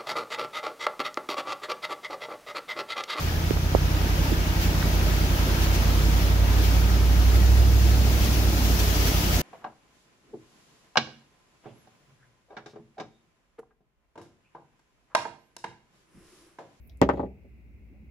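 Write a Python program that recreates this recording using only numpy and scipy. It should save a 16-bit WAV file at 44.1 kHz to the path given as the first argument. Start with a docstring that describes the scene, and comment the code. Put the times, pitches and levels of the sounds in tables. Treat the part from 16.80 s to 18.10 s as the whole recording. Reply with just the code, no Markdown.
"""A low hum and hiss fill a room, and a dog shuffles, its collar and claws ticking faintly.
At 0.22 s a small rock drops on the wooden floor. Each contact pushes the boards, which thud and ring;
the hard ones also make the stone click. Nearby surfaces echo the blows, and a diffuse tail dies away.
The rock bounces once, a faint high hiss lingers after this second hit, and the rock tumbles to rest,
scraping lightly. After 1 s the dog shuffles again."""
import sys
import numpy as np
from scipy import signal
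from scipy.fft import rfft, irfft
from scipy.io import wavfile
from scipy.ndimage import uniform_filter1d

SR = 44100
rng = np.random.default_rng(int(sys.argv[2]) if len(sys.argv) > 2 else 0)


def materialize(psi):
    """Save the field psi as 16-bit PCM at rate SR to the path in sys.argv[1].

    A 1-D psi becomes a single channel; in a 2-D psi each row is a channel.
    """
    bounded = np.clip(np.atleast_2d(psi).T, -1, 1)
    quanta = np.round(bounded * 32767).astype(np.int16)
    wavfile.write(sys.argv[1], SR, quanta)


N = 57330
T = np.arange(N) / SR
HZ = np.maximum(np.arange(N + 1) * SR / (2 * N), 1e-3)  # frequencies of the padded spectrum


def undb(db):
    """Amplitude ratio of a level in decibels."""
    return 10 ** (np.asarray(db) / 20)


def stereo(db):
    """Left and right gains for a level difference, left minus right."""
    return undb(np.array([db, -db]).reshape(2, -1) / 2)


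def spectrum(x):
    """Fourier transform, padded so that a product of spectra is a convolution."""
    return rfft(x, 2 * N)


def sound(spec):
    """Inverse transform of a padded spectrum."""
    return irfft(spec, 2 * N)[..., :N]


def delay(s):
    """A delay is a phase lag proportional to frequency."""
    return np.exp(-2j * np.pi * HZ * s)


def lowpass(hz, order=2):
    """Response of a maximally flat causal low-pass."""
    return signal.freqs(*signal.butter(order, 1, analog=True), HZ / hz)[1]


def band(hz, width_hz):
    """Response of a bell-shaped band."""
    return np.exp(-2 * ((HZ - hz) / width_hz) ** 2)


def colour(points):
    """Spectral envelope through (frequency_hz, level_db) points, rolled off at both ends."""
    hz, db = np.array(points).T
    envelope = undb(np.interp(np.log(HZ), np.log(hz), db))
    return envelope * abs(lowpass(hz[-1] * 1.2, order=4)) * HZ / np.hypot(HZ, hz[0])


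def noise(gain, width):
    """Filtered stereo noise with a mid signal of unit power; width is side over mid."""
    white = spectrum(rng.standard_normal((2, N)))
    mid, side = sound(white * gain) / np.sqrt(np.mean(gain ** 2))
    return mid + width * side * np.array([[1], [-1]])


def wander(per_s):
    """Smoothed random steps, with a spread of order 1."""
    hold = int(SR / per_s)
    steps = np.repeat(rng.standard_normal(N // hold + 2), hold)
    return uniform_filter1d(uniform_filter1d(steps, hold), hold)[:N]


def decay(t60_s):
    """Exponential damping: the level falls 60 dB in t60_s."""
    return np.exp(-np.log(1000) * T / t60_s)


def ring(modes, rise_s=0):
    """Modal response as a spectrum: damped cosines swell while the wave spreads through the body."""
    swell = 1 - np.exp(-T / rise_s) if rise_s else 1
    motion = sum(-stereo(pan_db) * undb(db) * decay(t60_s) * np.cos(2 * np.pi * hz * T)
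                 for hz, db, t60_s, pan_db in modes)
    return spectrum(swell * motion)


def swells(rows, width):
    """Bands of noise rise and fall under bell-shaped envelopes."""
    return sum(undb(db) * np.exp(-((T - peak_s) / half_s) ** 2) * noise(band(hz, width_hz), width)
               for peak_s, half_s, db, hz, width_hz in rows)


def hum():
    """Random modulation of frequency and amplitude makes a low tone waver."""
    pitch_hz, drift, level_db, waver_db = 59.5, .025, -52.5, 1.8
    phase = 2 * np.pi * np.cumsum(pitch_hz * (1 + drift * wander(per_s=12.4))) / SR
    return np.sqrt(2) * undb(level_db + waver_db * wander(per_s=5.3)) * np.sin(phase)


def room_noise():
    """Stationary coloured noise: dull room air and a thin hiss."""
    # spectrum of the air: frequency_hz, relative_density_db
    air = [(15, -58.5), (25, -46), (42, -12.5), (64, -6.5), (179, -24), (213, -16), (253, -25),
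           (323, -28.5), (1600, -60.5), (2080, -88), (3520, -120)]
    # spectrum of the hiss: frequency_hz, relative_density_db
    hiss = [(1200, -3.5), (1800, -3), (2100, 7.5), (2650, 4), (3100, -13.5), (5000, -16.5), (9000, -22.5),
            (14500, -17), (16000, -15.5)]
    return undb(-53) * noise(colour(air), width=.45) + undb(-74) * noise(colour(hiss), width=1)


def dog_shuffles():
    """Sliding friction gives soft swells of noise as the dog shifts."""
    # movements of the dog: peak_s, half_length_s, level_db, centre_hz, width_hz
    shuffles = [(0.059, 0.071, -75.5, 13770, 4320), (0.103, 0.06, -73.5, 674, 201),
                (1.02, 0.022, -76.5, 259, 190), (1.122, 0.014, -55, 269, 215),
                (1.162, 0.027, -66.5, 590, 346), (1.247, 0.025, -54, 225, 161)]
    return swells(shuffles, width=.28)


def dog_ticks():
    """Light impacts give noise transients: a fast decay and a short reverberant tail."""
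    # ticks of collar and claws: start_s, level_db, centre_hz, width_hz
    ticks = [(.074, -61.5, 12400, 4000), (0.097, -59.5, 3670, 769), (.096, -63.5, 5250, 1370),
             (.172, -67, 9500, 5935)]
    decay_s, tail_s, tail_db = .002, .019, -9
    out = 0
    for start_s, db, hz, width_hz in ticks:
        age = np.maximum(T - start_s, 0)
        fade = (T > start_s) * (np.exp(-age / decay_s) + undb(tail_db) * np.exp(-age / tail_s))
        out = out + undb(db) * fade * noise(band(hz, width_hz), width=.6)
    return out


def rock_impacts():
    """Linear superposition: contact pulses drive wood and stone; harder contacts carry more treble."""
    # contacts of the rock: start_s, level_db, force_corner_hz, bass_db, floor_ring_db,
    # hollow_ring_db, click_db, click_corner_hz
    contacts = [(0.2160, -4.5, 1106, 5, -7, -29.5, -4, 13400),
                (0.2904, -5, 1390, -15.5, -8.5, -7, -13.5, 5230),
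                (0.3365, -25, 850, 11.5, -10.5, -35, -31.5, 4640),
                (0.3729, -33, 985, -1.5, 7.5, -2, -31.5, 3160),
                (0.3950, -16.5, 1051, 1, -5.5, 2.5, -29.5, 2780),
                (0.4300, -24, 895, 5, -2, 2.5, -35.5, 2354), (0.457, -24, 509, -1.5, -12, -14.5, -36, 1970),
                (0.645, -52, 694, 5, 1.5, -25, -68, 2000)]
    bass_hz = 387.3
    push = floor_push = hollow_push = tap = 0
    for start_s, db, corner_hz, bass_db, floor_db, hollow_db, click_db, click_hz in contacts:
        bass_shelf = 1 + (undb(bass_db) - 1) * lowpass(bass_hz, order=1)
        force = undb(db) * delay(start_s) * lowpass(corner_hz, order=5) * bass_shelf
        push += force
        floor_push += undb(floor_db) * force
        hollow_push += undb(hollow_db) * force
        tap += undb(click_db) * delay(start_s) * lowpass(click_hz)
    arrival = np.array([delay(0), delay(.00016)])  # the sound reaches the left side first
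    paths = arrival * direct_balance() + early_reflections()
    boards_tail, stone_tail = reverberation()
    thud = push * (board_thud() * paths + boards_tail)
    ringing = floor_resonance(floor_push, hollow_push) * arrival
    click = tap * (stone_click() * paths + stone_tail)
    return sound(thud + ringing + click)


def board_thud():
    """Heavy damping makes the boards right under the rock answer a push with a thud."""
    # local modes of the boards: pitch_hz, level_db, t60_s, left_minus_right_db
    modes = [(260, -1, .011, 0), (480, -8, .01, 0), (830, 0, .008, 0)]
    return undb(1.5) * ring(modes, rise_s=.0004)


def floor_resonance(floor_push, hollow_push):
    """Free vibration: the floor and a hollow spot in it ring on at their natural frequencies."""
    # modes of the floor: pitch_hz, level_db, t60_s, left_minus_right_db
    floor_modes = [(66.27, -9, 0.6, 2), (126.9, -8, 0.15, -3), (192.7, -5, 0.28, -2.5),
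                   (268.3, 1.5, 0.15, -1), (304, -10.5, 0.17, -8.5), (390.4, 3.5, 0.16, -3),
                   (435.4, -1, 0.083, -5), (451.6, -16, 0.32, 5), (557.2, 6, 0.087, 5.5),
                   (645, -7, 0.083, -15.5), (792, -3, 0.073, 12.5), (1047, -5.5, 0.056, 11),
                   (1169, -6.5, 0.098, 12), (1297, -16, .11, 0)]
    # mode of the hollow spot: pitch_hz, level_db, t60_s, left_minus_right_db
    hollow_modes = [(832, -15, .12, 6)]
    floor_db, rise_s = -9.5, .001
    floor = floor_push * undb(floor_db) * ring(floor_modes, rise_s)
    return floor + hollow_push * ring(hollow_modes, rise_s)


def stone_click():
    """Stiff bodies have high modes; their brief ringing is heard as a click."""
    # modes of the stone and the hard surface: pitch_hz, level_db, t60_s, left_minus_right_db
    modes = [(1950, 1.5, 0.04, -1), (2163, -7.5, .04, 9), (2600, -7.5, .025, 6.5), (3270, -7.5, .018, 7),
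             (4520, -4, 0.0035, 6.5), (5295, -12, 0.0055, 13.5), (7200, 2.5, 0.0046, 5.5),
             (13080, -9, 0.0038, 7.5), (15000, -6.5, .003, -4.5)]
    return undb(-26) * ring(modes)


def direct_balance():
    """A level difference that varies with frequency places the direct sound mostly on the left."""
    # balance of the direct sound: frequency_hz, left_minus_right_db
    balance = [(250, 2.5), (500, -17.5), (1000, 10.5), (4000, 17.5), (7000, 11), (13000, -8.5)]
    hz, db = np.array(balance).T
    return stereo(np.interp(np.log(HZ), np.log(hz), db))


def early_reflections():
    """Reflection from nearby surfaces returns delayed, weaker and duller copies."""
    # first echoes: left_delay_s, right_delay_s, level_db
    echoes = [(.0035, .0031, -23), (.0110, .0113, -17), (.0127, .0131, -13), (.0160, .0164, -18)]
    copies = sum(undb(db) * np.array([delay(left_s), delay(right_s)]) for left_s, right_s, db in echoes)
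    return lowpass(hz=3730, order=1) * copies


def reverberation():
    """The diffuse field of boards and stone decays fast, then slowly, and is wider in the treble."""
    # bands of the room's tail: centre_hz, boards_db, stone_db, t60_s
    bands = [(100, -24.5, -72.5, .45), (261.5, -22.5, -72, 0.48), (500, -19.5, -68, 0.42),
             (1013, -26.5, -48.5, 0.16), (1860, -17.5, -33, 0.17), (4016, -43.5, -40.5, 0.15),
             (7460, -47, -59, 0.32), (8300, -57, -68.5, 0.238), (11300, -50.5, -58, 0.18),
             (13580, -50.5, -51.5, 0.093)]
    early_db, early_t60_s, late_db = 6, .08, -11.5
    rise_s, low_cut_hz, widening_hz = .005, 73, 480
    log_centres = np.log([row[0] for row in bands])
    low_cut = abs(1 - lowpass(low_cut_hz, order=1)) ** 4
    build_up = 1 - np.exp(-(T / rise_s) ** 2)
    boards = stone = 0
    for (hz, boards_db, stone_db, t60_s), selector in zip(bands, np.eye(len(bands))):
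        power_share = np.interp(np.log(HZ), log_centres, selector) * low_cut  # overlapping triangles
        fade = undb(early_db) * decay(early_t60_s) + undb(late_db) * decay(t60_s)
        tail = noise(np.sqrt(power_share), width=1 / (1 + (widening_hz / hz) ** 2)) * fade * build_up
        boards += undb(boards_db) * tail
        stone += undb(stone_db) * tail
    return spectrum(boards), spectrum(stone)


def hiss_and_scrape():
    """Random modulation roughens a faint high hiss after the second hit and the rolling rock's scrape."""
    # two scrapes, then the lingering hiss: peak_s, half_length_s, level_db, centre_hz, width_hz
    bands = [(.385, 0.047, -71.5, 3700, 1500), (.36, 0.084, -82, 6900, 1300),
             (0.332, .11, -78.5, 17000, 11000)]
    grit_db = 3.5
    return swells(bands, width=.68) * undb(grit_db * wander(per_s=300))


def scene():
    """The sound pressures of rock, dog and room add."""
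    return rock_impacts() + hiss_and_scrape() + dog_shuffles() + dog_ticks() + hum() + room_noise()


def record(dry):
    """Band limiting removes the deepest bass and the highest treble."""
    low_hz, top_hz = 25, 16000
    thinned = signal.sosfilt(signal.butter(1, low_hz, "high", fs=SR, output="sos"), dry)
    return signal.sosfilt(signal.ellip(8, .2, 70, top_hz, fs=SR, output="sos"), thinned)


dry = scene()
out = record(dry)
materialize(out)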